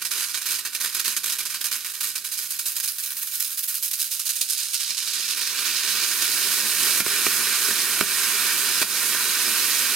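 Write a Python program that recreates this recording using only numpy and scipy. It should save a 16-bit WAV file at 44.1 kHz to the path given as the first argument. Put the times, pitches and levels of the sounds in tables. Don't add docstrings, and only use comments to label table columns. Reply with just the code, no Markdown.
import sys
import numpy as np
from scipy import signal
from scipy.fft import rfft, irfft, next_fast_len
from scipy.io import wavfile
from scipy.ndimage import map_coordinates

SR = 44100
rng = np.random.default_rng(int(sys.argv[2]) if len(sys.argv) > 2 else 0)


def to_wav(s):
    ch = np.atleast_2d(s).T
    pcm = np.round(np.clip(ch, -1, 1) * 32767)
    wavfile.write(sys.argv[1], SR, pcm.astype(np.int16))


N = 438794
SIZE = next_fast_len(N + SR // 2)
HZ = np.maximum(np.arange(SIZE // 2 + 1) * SR / SIZE, 1)
CUTOFF_HZ = 15830

# frequency in Hz, relative density in dB per Hz.
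NIGHT_SPECTRUM = [(12, -35), (20, 3), (125, 7.5), (320, 7.5), (549, 1), (805, 0), (900, -21), (1170, -35),
                  (1980, -120)]
# frequency in Hz, relative density in dB per Hz.
LEFT_COLOUR = [(30, -26), (60, -27.5), (120, -17), (200, -10.5), (350, -18), (700, -17), (1100, -8.5),
               (1600, -2), (2500, -4), (4500, -8.5), (7000, -14), (9500, -5.5), (12500, -2.5), (16000, -11)]
RIGHT_COLOUR = [(30, -30.8), (60, -27.5), (120, -18), (200, -6.5), (350, -4.5), (700, -16.5), (1100, -8),
                (1600, -0.5), (2500, -3), (4500, -3.5), (7000, -4.5), (9500, -0.7), (12500, -0.5),
                (16000, -6)]
# centre in Hz, width in Hz, height in dB.
LEFT_PEAKS = [(409, 40, 7.0), (473, 47, -3.5), (753, 45, -3.3), (818, 49, -4.5), (1162, 40, 4.3),
              (1270, 44, -3.0), (1335, 46, -3.0), (1399, 48, 3.7), (1658, 58, -8.4), (1937, 38, -5.6),
              (2024, 121, -8.7), (2131, 42, -4.4), (2239, 44, -4.8), (2368, 47, 3.4), (2863, 57, -3.3),
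              (3036, 60, -4.4), (3143, 62, 3.8), (3294, 65, -6.1), (3380, 67, 3.2), (3875, 135, 3.6),
              (4091, 81, 3.4), (4263, 42, 7.0), (4823, 48, 6.4), (5081, 50, 3.9), (5189, 103, 7.6),
              (8462, 296, 4.2), (10249, 204, -3.5), (15590, 155, 6.3)]
RIGHT_PEAKS = [(409, 40, 3.3), (689, 41, 4.0), (818, 49, -4.7), (1162, 40, 4.6), (1270, 44, -4.0),
               (1679, 58, -8.2), (1851, 37, -3.5), (1937, 38, -3.5), (2002, 70, -10.6), (2153, 43, -5.7),
               (2390, 47, 4.5), (3057, 61, -2.9), (3273, 65, -4.3), (3897, 38, 6.3), (4005, 40, 4.7),
               (4091, 40, 5.2), (4220, 42, 5.8), (4694, 46, 7.5), (4909, 49, 6.5), (5017, 100, -3.3),
               (5124, 51, 5.7), (5232, 104, 7.8), (5857, 117, 4.3), (6244, 62, 6.9), (6567, 229, 6.0),
               (6890, 68, 4.3), (8462, 169, 3.3), (10249, 204, -3.0)]
# centre in Hz, width in Hz, height in dB.
LOW_MODES = [(163, 7.6, 4), (184, 13.5, -16.5), (214, 41, 4), (248.6, 24, -11)]
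# frequency in Hz, left lead in radians.
PHASE_LEAD = [(0, -1.5), (260, -1.07), (600, 0.63), (2070, 0.91), (2930, 1), (3530, -1.9), (3790, -0.46),
              (4820, 0.96), (5860, -1.9), (6290, -1.7), (6720, 1), (7410, 0.84), (9300, -0.057),
              (15800, -0.57)]
# frequency in Hz, level in dB against direct.
WALL_SCATTER = [(100, -16), (400, -14), (1200, -20), (3500, -12), (7000, -10), (11000, -15), (16000, -20)]
# start in seconds, thump in dB, crack in dB before its low-pass,
# sag of the jet after it in dB (negative: none).
SLAG_POPS = [(4.412, -41, -40, -2.5), (7.003, -17, -21, 6.5), (7.0624, -19, -29.5, -2),
             (7.2647, -14.5, -21.5, 1.5), (7.686, -22, -30, 1), (7.709, -23.5, -34, 0.5),
             (8.009, -10.5, -19, 4.5), (8.814, -24, -27, -2), (8.821, -27, -26, -1), (8.826, -29, -21, 7.5),
             (9.147, -24, -35, .5)]
# time in seconds, level in dB.
BURN_LEVEL = [(0, -40.5), (1.6, -41), (2.4, -40), (3.4, -37.5), (4.4, -37), (5.2, -31), (5.6, -25),
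              (6, -25), (6.5, -23), (6.75, -23.5), (6.84, -22), (7, -23), (7.7, -24.5), (8.3, -24.5),
              (9.1, -25.5), (9.65, -24.5), (9.95, -25.5)]
# start in seconds, level in dB before the rise, T60 in seconds.
CLEAR_FLARES = [(0.015, -24.5, 0.091), (0.048, -24.5, 0.14), (0.108, -24, 0.23), (.1437, -24, .08),
                (.1696, -24, .26), (.2035, -27.5, .32), (.2355, -28, 0.22), (.2834, -31.5, 0.59),
                (0.342, -21, 0.12), (.3714, -21.5, 0.062), (.4143, -27.5, 0.13), (.454, -20, 0.16),
                (.486, -25, 0.36), (.5049, -22.5, 0.11), (.5408, -25.5, 0.26), (.586, -21, 0.065),
                (0.649, -21.5, 0.14), (.7263, -32, 0.54), (.7468, -19, 0.084), (0.799, -27, 0.66),
                (.843, -18, .05), (.857, -22, 0.056), (.9239, -28, .27), (.941, -24.5, 0.31),
                (.9946, -16.5, 0.077), (1.0416, -23, 0.6), (1.0756, -27, .13), (1.164, -16.5, 0.058),
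                (1.2335, -21.5, .11), (1.2565, -23.5, 0.41), (1.294, -20, 0.084), (1.32, -21.5, 0.18),
                (1.3829, -23.5, 0.3), (1.4515, -24, 0.18), (1.4966, -26.5, 0.29), (1.5397, -23.5, 0.2),
                (1.607, -22, .09), (1.641, -20.5, 0.22), (1.7115, -22.5, 0.32), (1.799, -31, .3),
                (1.8437, -22, 0.26), (1.895, -25, .1), (1.935, -29, 0.42), (2.0043, -18, .12),
                (2.0294, -21.5, 0.43), (2.1528, -19, .14), (2.2409, -25.5, 0.29), (2.314, -23.5, 0.31),
                (2.3726, -26, .7), (2.5023, -26.5, 0.31), (2.587, -22, 0.17), (2.654, -24, 0.39),
                (2.7158, -36, .6), (2.762, -19, 0.096), (2.7995, -22.5, 0.076), (2.8276, -25, .27),
                (2.8755, -24, .11), (2.9816, -26, 0.15), (3.0291, -27, 0.2), (3.1023, -27, .1),
                (3.1648, -30, 0.24), (3.2147, -27, 0.18), (3.27, -26, 0.081), (3.318, -31.5, .6),
                (3.349, -24, 0.084), (3.3943, -25.5, 0.28), (3.4425, -29.5, 0.24), (3.502, -30.5, 0.35),
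                (3.5719, -23.5, 0.14), (3.6306, -22, 0.12), (3.6756, -24, 0.29), (3.7435, -25.5, 0.22),
                (3.824, -23.5, 0.3), (3.911, -17, .06), (3.93, -25, 0.21), (3.987, -23, 0.27),
                (4.012, -25, 0.2), (4.109, -23.5, 0.23), (4.193, -23.5, 0.092), (4.2523, -27.5, 0.45),
                (4.289, -25, .15), (4.3541, -23.5, 0.13), (4.41, -23, 0.12), (4.4826, -27, 0.064),
                (4.497, -21.5, .09), (4.5177, -25.5, .19), (4.5716, -27, 0.61), (4.6255, -24, 0.084),
                (4.7307, -23.5, 0.21), (4.7991, -25.5, 0.51), (4.8689, -27, 0.35), (4.904, -20, 0.061),
                (4.967, -26, 0.37), (5.0206, -26.5, 0.21), (5.069, -24.5, 0.27), (5.1303, -25, 0.71),
                (5.2034, -20, .06), (5.224, -21.5, 0.13), (5.2541, -24, 0.078), (5.278, -24, .13),
                (5.298, -23.5, .29), (5.3678, -23.5, .35), (5.4077, -22.5, 0.17), (5.6492, -23, 0.28),
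                (5.8727, -25, .6), (6.14, -24, .06), (6.2139, -22, .2)]
# time in seconds, mean rate per second.
SPARK_RATE = [(0, 140), (4.6, 400), (5.7, 25)]
# time in seconds, nominal peak in dB at the source.
LOUD_SPARKS = [(0.8604, -6), (1.064, -8), (1.1666, -5), (1.7173, -5), (2.0122, -7), (2.5923, -8),
               (2.8007, -5), (2.8856, -8), (3.4063, -4), (3.7437, -6), (3.7559, -8), (3.8327, -4),
               (3.9339, -5), (4.002, -8), (4.0197, -6), (4.0279, -8), (4.2923, -7), (4.4147, -4),
               (4.5347, -5), (4.7347, -8), (4.9065, -7)]
# frequency in Hz, level in dB against the nozzle noise.
PLUME_SPECTRUM = [(100, -16), (500, -12), (1200, -18), (2500, -10), (4500, -6), (8000, -9), (12000, -22),
                  (16000, -24)]
# time in seconds, then roar, body, hiss, sizzle, air in dB.
BAND_LEVELS = [(0, -26.5, -9, -4, -4, -10), (1.6, -32, -13, -8, -7.5, -11.5),
               (2.4, -37, -18.5, -10, -7, -11), (3.1, -38, -16, -7, -4.5, -2),
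               (3.8, -49, -21.5, -9.5, -7, -3.5), (4.4, -44.5, -20, -4.5, -3, -10.5),
               (5, -35, -19, -3.5, -8, -21), (5.5, -29, -13, -5.5, -13, -14.5),
               (6, -24.5, -10, -3.5, -9.5, -12.5), (6.6, -23.5, -11, -6, -7, -9.5),
               (7.4, -21, -7.5, -5, -5.5, -10), (9.95, -19.5, -6, -4, -4.5, -8.5)]
BAND_EDGES_HZ = [900, 2800, 7000, 11300]
# time in seconds, lag in ms.
JAW_LAG = [(0, .79), (5, .75)]

NIGHT_RMS_DB = -63.5
SHARED_WALLS_DB, WALLS_T60_S = -11, 0.14
CRACK_LOWPASS_HZ, CRACK_PEAK_S = 2500, 0.0015
BURST_DB, BURST_WIDTH_S, SAG_TO_DEEPEST_S = 2, 0.0057, 0.024
SETTLES_FROM_S, SETTLED_S = 4.6, 8
FLUTTER_DB, JAW_ECHO_GAIN = (2, 0.54), (0.3, 0.097)   # (sputtering, settled); dB per unit of flutter
EXTRA_FLARES, EXTRA_T60_S = 90, 0.11
EXTRA_FLARE_DB, EXTRA_SPREAD_DB = 0.5, 1
FLARE_RISE_S = 0.0029


def from_db(db):
    return 10 ** (np.asarray(db) / 20)


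def rms_one(x):
    return x / np.sqrt(np.mean(np.abs(x) ** 2) + 1e-20)


def in_time(rows):
    seconds, *columns = np.transpose(rows)
    return [np.interp(np.arange(N) / SR, seconds, column) for column in columns]


def at_hz(points, hz):
    table_hz, values = np.array(points).T
    return np.interp(np.log(hz), np.log(np.maximum(table_hz, 1)), values)


def drift(rate_hz):
    r = np.exp(-2 * np.pi * rate_hz / SR)
    noise = rng.standard_normal(N + SR)
    return rms_one(signal.lfilter([1], [1, -2 * r, r * r], noise)[SR:])


def settling(ends):
    return in_time(list(zip((SETTLES_FROM_S, SETTLED_S), ends)))[0]


def night():
    left, right, shared = rfft(rng.standard_normal((3, SIZE))) * from_db(at_hz(NIGHT_SPECTRUM, HZ))
    stereo = np.array([left, right]) + 0.22 * shared
    return from_db(NIGHT_RMS_DB) * rms_one(irfft(stereo, SIZE)[:, :N])


def minimum_phase(db, size):
    cepstrum = irfft(np.log(from_db(db)), size)
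    cepstrum[1:size // 2] *= 2
    cepstrum[size // 2 + 1:] = 0
    impulse = irfft(np.exp(rfft(cepstrum)), size)
    return rfft(impulse, SIZE)


def scatter():
    t = np.arange(SR // 3) / SR
    swarm = rng.standard_normal(len(t)) * from_db(-60 * t / WALLS_T60_S)
    return rms_one(rfft(swarm * (t > 0.002), SIZE))


def paths():
    hz = np.maximum(np.arange(4097) * SR / 8192, 1)
    shared = from_db(SHARED_WALLS_DB) * scatter()
    out = []
    for offset_db, lead_weight, colour, peaks in (
            (-0.64, 0.32, LEFT_COLOUR, LEFT_PEAKS),
            (0.18, -0.09, RIGHT_COLOUR, RIGHT_PEAKS)):
        db = at_hz(colour, hz) + offset_db
        for centre_hz, width_hz, height_db in peaks + LOW_MODES:
            db = db + height_db / (1 + (2 * (hz - centre_hz) / width_hz) ** 2)
        phase = np.exp(1j * lead_weight * at_hz(PHASE_LEAD, HZ))
        direct = minimum_phase(db, size=8192) * phase
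        own = from_db(at_hz(WALL_SCATTER, HZ)) * scatter()
        out.append(direct * (1 + shared + own))
    return np.array(out)


def pops(path):
    push, crack = np.zeros((2, N))
    t = np.arange(SR // 100) / SR
    swell = t / CRACK_PEAK_S * np.exp(1 - t / CRACK_PEAK_S)
    for s, thump_db, crack_db, _ in SLAG_POPS:
        i = round(s * SR)
        push[i + SR // 400] = from_db(thump_db)
        crack[i:i + len(t)] = from_db(crack_db) * rms_one(rng.standard_normal(len(t)) * swell)
    low_band = signal.butter(2, [60, 560], "band", fs=SR, output="sos")
    low_pass = signal.butter(2, CRACK_LOWPASS_HZ, fs=SR, output="sos")
    soft = path * signal.sosfreqz(low_band, HZ, fs=SR)[1]
    sharp = path * signal.sosfreqz(low_pass, HZ, fs=SR)[1]
    soft = soft / np.abs(irfft(soft.mean(axis=0), SIZE)).max()
    sharp = rms_one(sharp)
    return irfft(rfft(push, SIZE) * soft + rfft(crack, SIZE) * sharp, SIZE)[:, :N]


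def sag():
    db = np.zeros(N)
    for s, _, _, sag_db in SLAG_POPS:
        t = np.arange(N) / SR - s
        late = np.maximum(t - 0.004, 0) / SAG_TO_DEEPEST_S
        db += BURST_DB * np.exp(-((t - 0.002) / BURST_WIDTH_S) ** 2)
        db -= max(sag_db, 0) * late * np.exp(1 - late)
    return db


def add_flare(power, s, level_db, t60_s):
    i = round(s * SR)
    t = np.arange(min(N - i, SR // 2)) / SR
    decay = from_db(level_db - 60 * t / max(t60_s, 0.01))
    power[i:i + len(t)] += (decay * (1 - np.exp(-t / FLARE_RISE_S))) ** 2


def flares():
    clear, extra = np.zeros((2, N))
    for row in CLEAR_FLARES:
        add_flare(clear, *row)
    for when, strength in rng.random((EXTRA_FLARES, 2)):
        s = when * SETTLES_FROM_S
        flame_db = 10 * np.log10(clear[round(s * SR)] + 1e-12)
        level_db = flame_db + EXTRA_FLARE_DB + EXTRA_SPREAD_DB * (2 * strength - 1)
        add_flare(extra, s, level_db, EXTRA_T60_S)
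    return clear + extra


def burn():
    flutter_db = settling(FLUTTER_DB) * (0.085 * drift(35) + 0.96 * drift(170))
    steady_power = from_db(2 * in_time(BURN_LEVEL)[0])
    return np.sqrt(steady_power + flares()) * from_db(flutter_db + sag())


def sparks(envelope):
    sizes = envelope * from_db(12.5 + 3 * np.minimum(rng.exponential(1, N), 2.2))
    clicks = sizes * (rng.random(N) < in_time(SPARK_RATE)[0] / SR)
    for s, peak_db in LOUD_SPARKS:
        clicks[round(s * SR)] = from_db(peak_db) * SR / 2 / CUTOFF_HZ
    return signal.lfilter([1], [1, -0.12], clicks)


def plume(envelope):
    hiss = rfft(envelope * rng.standard_normal(N), SIZE) * from_db(at_hz(PLUME_SPECTRUM, HZ))
    return hiss * [[1], [-1]]


def jaw_echo(treble):
    late = [np.arange(N) - in_time(JAW_LAG)[0] * SR / 1000]
    return settling(JAW_ECHO_GAIN) * np.array([map_coordinates(c, late, order=3) for c in treble])


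def jet(path):
    envelope = burn()
    nozzle = envelope * rng.standard_normal(N) + sparks(envelope)
    source = rfft(nozzle, SIZE) + plume(envelope)
    below = [1 / (1 + (HZ / edge) ** 6) for edge in BAND_EDGES_HZ] + [1]
    bands = []
    for under, upto, level_db in zip([0] + below, below, in_time(BAND_LEVELS)):
        band = path * (upto - under) * (HZ < 1.03 * CUTOFF_HZ)
        band = band / np.sqrt(np.mean(np.abs(band.mean(axis=0)) ** 2))
        gain = from_db(level_db + 0.92 * drift(10.2))
        bands.append(gain * irfft(source * band, SIZE)[:, :N])
    return sum(bands) + jaw_echo(bands[-2] + bands[-1])


def scene():
    path = paths()
    return night() + pops(path) + jet(path)


def record(dry):
    rounded = 1.2 * np.tanh(dry / 1.2)
    low_pass = signal.ellip(12, 0.25, 40, CUTOFF_HZ, fs=SR, output="sos")
    return signal.sosfiltfilt(low_pass, rounded)


dry = scene()
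out = record(dry)
to_wav(out)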